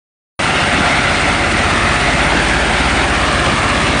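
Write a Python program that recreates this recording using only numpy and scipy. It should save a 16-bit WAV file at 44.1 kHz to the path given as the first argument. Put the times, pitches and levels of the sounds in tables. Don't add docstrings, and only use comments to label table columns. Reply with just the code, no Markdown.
import sys
import numpy as np
from scipy import signal
from scipy.fft import rfft, irfft
from scipy.io import wavfile
from scipy.ndimage import uniform_filter1d, map_coordinates

SR = 44100
rng = np.random.default_rng(int(sys.argv[2]) if len(sys.argv) > 2 else 0)


def unload_audio(sound):
    columns = np.transpose(np.atleast_2d(sound))
    steps = np.round(np.clip(columns, -1, 1) * 32767)
    wavfile.write(sys.argv[1], SR, steps.astype(np.int16))


N = 176400

# (frequency [Hz], relative level [dB])
STONE_COLOUR = [(100, -26.5), (350, -11.5), (490, -5.5), (610, -1), (780, 0), (960, -1.5), (1300, -1.5),
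                (1650, -.5), (2100, -1.5), (2600, -4), (3200, -7.5), (4000, -10.5), (5400, -17),
                (7500, -26.5), (10000, -30)]
# (time [s], gain [dB])
TREBLE_LIFT = [(.4, .3), (1, -0.057), (1.3, -0.034), (2.1, 0.037), (2.8, 0.17), (3.4, -0.29), (4, 0.61)]
# (frequency [Hz], relative level [dB])
GRIT_COLOUR = [(1000, -26), (3000, 2), (5000, -6), (6300, 0.5), (7500, 0.5), (8300, 2), (9300, 5.5),
               (10000, -8.5)]
# (time [s], centre [Hz], level [dB])
HIGH_PLATE_RING = [(.4, 2160, -39), (.68, 2112, -36), (.85, 2099, -21), (1.2, 2070, -22),
                   (1.4, 2001, -24.5), (1.6, 1987, -21), (1.85, 1876, -23.5), (2.25, 2002, -20.5),
                   (2.45, 1796, -22.5), (3.1, 1816, -25.5), (3.4, 1710, -41), (4, 1692, -35)]
# (time [s], centre [Hz], level [dB])
LOW_PLATE_RING = [(.4, 1460, -26), (1, 1441, -26), (1.5, 1387, -28), (1.85, 1254, -24), (2.2, 1402, -30),
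                  (3.079, 1348, -36), (3.16, 1255, -24), (3.68, 1225, -22.5), (4, 1174, -31)]
# (time [s], delay [ms], gain [ratio])
PLATE_SLAP = [(.4, 1.46, .2), (1.1, 1.42, .26), (1.45, 1.47, .16), (1.8, 1.6, .17), (2.1, 1.46, .22),
              (2.27, 1.46, .24), (2.32, 1.25, .22), (2.85, 1.35, .18), (3.08, 1.3, .16), (3.16, 1.68, .22),
              (3.6, 1.76, .22), (4, 1.8, .18)]
# (peak time [s], rise [s], fall [s], ring [Hz], width [Hz], level [dB])
SPILL_HITS = [(.52, 0.042, 0.13, 2760, 300, -24), (.79, .03, 0.018, 250, 120, -20.5),
              (.9, 0.35, .3, 3200, 1300, -31), (1.07, .05, 0.044, 1420, 250, -24),
              (1.24, .008, .03, 2520, 400, -24.5), (2.33, 0.046, .12, 780, 280, -23.5),
              (2.35, 0.035, .08, 350.3, 150, -24), (2.39, 0.045, 0.054, 1650, 280, -23),
              (2.71, 0.013, 0.017, 735, 280, -22)]
# (time [s], level of each stroke multiple from 3 to 7 [dB])
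DRONE_LEVELS = [(0.4, -38, -31, -32, -35, -38), (0.9, -31, -34, -29, -34, -36),
                (1.35, -28, -35, -29, -31, -36), (1.75, -27, -31, -28, -29, -36),
                (2.0, -26, -28, -31, -33, -38), (2.3, -25, -27, -35, -43, -44),
                (2.62, -25, -23.5, -46, -48, -52), (2.9, -26, -24.5, -34, -35, -41),
                (3.35, -27, -25, -31, -29, -36), (3.65, -29, -28, -30, -31, -34),
                (3.95, -31, -27, -30, -31, -34)]
# (multiple [strokes], level [dB])
DRONE_OVERTONES = [(8, -34.5), (9, -34.5), (10, -37), (12, -45), (13, -41)]
# (time [s], lag [turns])
THROB_DELAY = [(1.4, -.15), (2, .1), (2.4, .17), (3, .06)]
# (frequency [Hz], relative level [dB])
RUMBLE_COLOUR = [(15, -24), (34, -20), (60, -3), (110, -4.5), (165, -2), (230, -0.5), (320, -1.5),
                 (400, -4.5), (480, -12.5), (700, -16.5), (2000, -68)]
# (time [s], level [dB])
RUMBLE_LEVEL = [(.4, -22.5), (1.3, -22.5), (1.8, -21.5), (2.4, -21.5), (2.7, -21.5), (3, -23), (3.4, -21),
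                (4, -21)]
# (time [s], level [dB])
MOTOR_LEVEL = [(.4, -37), (.7, -32), (1.6, -31.5), (2.55, -34.5), (2.9, -31), (3.3, -32), (3.55, -40),
               (4, -35)]
# (pitch [Hz], level [dB], pitch drift [Hz])
BEARING_WHINES = [(221, -37.5, 1), (275, -35.5, 2), (384, -39, 2), (571, -38, 1.2), (578, -36.5, 1.2),
                  (603, -39.5, 1.5), (749, -39, 2), (861, -39.5, 1.5), (1009, -38, 2.5), (3437, -45, 8)]

STROKE_HZ = 16.56


def stones(level_db=-16, flicker_db=.47, treble_hz=2400):
    ticks = impacts(per_s=4200, spread_db=4)
    wash = rng.standard_normal(N)
    hits = steel_ring(shimmer(ticks + wash, depth_db=1.14))
    hits *= stroke_pulse(depth_db=.6, peak_turn=.27)
    clatter = unit(filtered(hits, body(STONE_COLOUR)))
    treble = filtered(clatter, np.clip((grid() - treble_hz) / 600 + .5, 0, 1))
    lift_db, = curves(TREBLE_LIFT)
    clatter += (amp(lift_db) - 1) * treble
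    return amp(level_db + flicker_db * wobble(21.95)) * clatter


def steel_ring(x, t60_s=.3, ring_db=-19):
    t = np.arange(SR // 4) / SR
    tail = rng.standard_normal(len(t)) * amp(-60 * t / t60_s)
    return x + amp(ring_db) * signal.fftconvolve(x, tail / np.linalg.norm(tail))[:N]


def grit(level_db=-30.5, flicker_db=.66):
    grains = shimmer(impacts(per_s=9000, spread_db=0), depth_db=1.4)
    grains *= stroke_pulse(depth_db=1.05, peak_turn=.16)
    hiss = unit(filtered(grains, body(GRIT_COLOUR)))
    return amp(level_db + flicker_db * wobble(22)) * hiss


def chute():
    high_hz, high_db = curves(HIGH_PLATE_RING)
    low_hz, low_db = curves(LOW_PLATE_RING)
    high = amp(high_db) * pelted_steel(high_hz, width_hz=520)
    low = amp(low_db) * pelted_steel(low_hz, width_hz=330)
    return high + low


def pelted_steel(hz, width_hz):
    damping = 1 / (1 + 1j * grid() / width_hz) ** 3
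    showers = [unit(filtered(impacts(per_s=1800, spread_db=2.5), damping)) for _ in range(2)]
    phase = 2 * np.pi * np.cumsum(hz * np.ones(N)) / SR
    return showers[0] * np.cos(phase) + showers[1] * np.sin(phase)


def plate_reflection(x, cutoff_hz=3500):
    delay_ms, gain = curves(PLATE_SLAP)
    dull = filtered(x, 1 / (1 + (grid() / cutoff_hz) ** 4))
    slap = map_coordinates(dull, [np.arange(N) - delay_ms * SR / 1000])
    return x + gain * slap


def spills():
    rattles = np.zeros(N)
    for peak_s, rise_s, fall_s, hz, width_hz, db in SPILL_HITS:
        t = clock() - peak_s
        swell = np.exp(-(t / np.where(t < 0, rise_s, fall_s)) ** 2 / 2)
        rattles += amp(db) * swell * pelted_steel(hz, width_hz)
    return rattles


def deck_drone(waver_db=.5, overtone_waver_db=1.5, slip_turns=.13):
    turns = STROKE_HZ * clock()
    throb_lag, = curves(THROB_DELAY)
    drone = np.zeros(N)
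    for k, db in enumerate(curves(DRONE_LEVELS), 3):
        smear = .115 * k * k / 2
        phase = k * turns - smear - (k - 4) * throb_lag
        drone += amp(db + waver_db * wobble(6)) * np.sqrt(2) * np.sin(2 * np.pi * phase)
    for k, db in DRONE_OVERTONES:
        gain = amp(db + overtone_waver_db * wobble(4.6))
        drone += gain * tone(k * turns + slip_turns * wobble(6))
    return drone


def frame_rumble():
    level_db, = curves(RUMBLE_LEVEL)
    return amp(level_db) * unit(filtered(rng.standard_normal(N), body(RUMBLE_COLOUR)))


def drive_whine(motor_hz=715, motor_drift_hz=1.5, waver_db=1.2):
    motor_db, = curves(MOTOR_LEVEL)
    whine = np.zeros(N)
    for hz, db, drift_hz in [(motor_hz, motor_db, motor_drift_hz), *BEARING_WHINES]:
        gain = amp(db + waver_db * wobble(12))
        pitch_hz = hz + drift_hz * wobble(35)
        whine += gain * tone(np.cumsum(pitch_hz) / SR)
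    return whine


def impacts(per_s, spread_db):
    size = amp(spread_db * np.clip(rng.standard_normal(N), -2, 2))
    lands = rng.random(N) < per_s / SR
    return unit(lands * size * rng.choice([-1, 1], N))


def stroke_pulse(depth_db, peak_turn):
    return amp(depth_db * np.cos(2 * np.pi * (STROKE_HZ * clock() - peak_turn)))


def shimmer(x, depth_db):
    spectra = signal.stft(x, nperseg=512)[2]
    patches = uniform_filter1d(rng.standard_normal(spectra.shape), size=4, axis=0)
    patches = uniform_filter1d(patches, size=8, axis=1)
    return unit(signal.istft(spectra * amp(depth_db * unit(patches)))[1][:N])


def body(colour):
    hz, db = np.transpose(colour)
    gain = amp(np.interp(np.log(grid() + 1), np.log(hz + 1), db))
    cepstrum = irfft(np.log(gain))
    cepstrum[1:N] *= 2
    cepstrum[N + 1:] = 0
    return np.exp(rfft(cepstrum))


def filtered(x, response):
    return irfft(rfft(x, 2 * N) * response)[:N]


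def tone(turns):
    return np.sqrt(2) * np.sin(2 * np.pi * (turns + rng.random()))


def wobble(knots_per_s):
    return map_coordinates(rng.standard_normal(1024), [clock() * knots_per_s], mode="mirror")


def curves(rows):
    times, *columns = np.transpose(rows)
    return [np.interp(clock(), times, column) for column in columns]


def amp(db):
    return 10 ** (np.asarray(db) / 20)


def unit(x):
    return x / np.sqrt(np.mean(x ** 2) + 1e-20)


def clock():
    return np.arange(N) / SR


def grid():
    return np.fft.rfftfreq(2 * N, 1 / SR)


def scene():
    gravel = plate_reflection(stones() + grit() + chute()) + spills()
    machine = frame_rumble() + deck_drone() + drive_whine()
    return (gravel + machine)[None]


def record(dry, start_s=.391, fade_s=.002, ceiling=.85, knee=5, top_hz=9720):
    t = clock()
    gated = dry[0] * np.clip(np.minimum(t - start_s, t[-1] - t) / fade_s, 0, 1)
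    rounded = gated / (1 + np.abs(gated / ceiling) ** knee) ** (1 / knee)
    high_cut = np.clip((top_hz - grid()) / 100 + .5, 0, 1)
    return filtered(rounded, high_cut)[None]


dry = scene()
out = record(dry)
unload_audio(out)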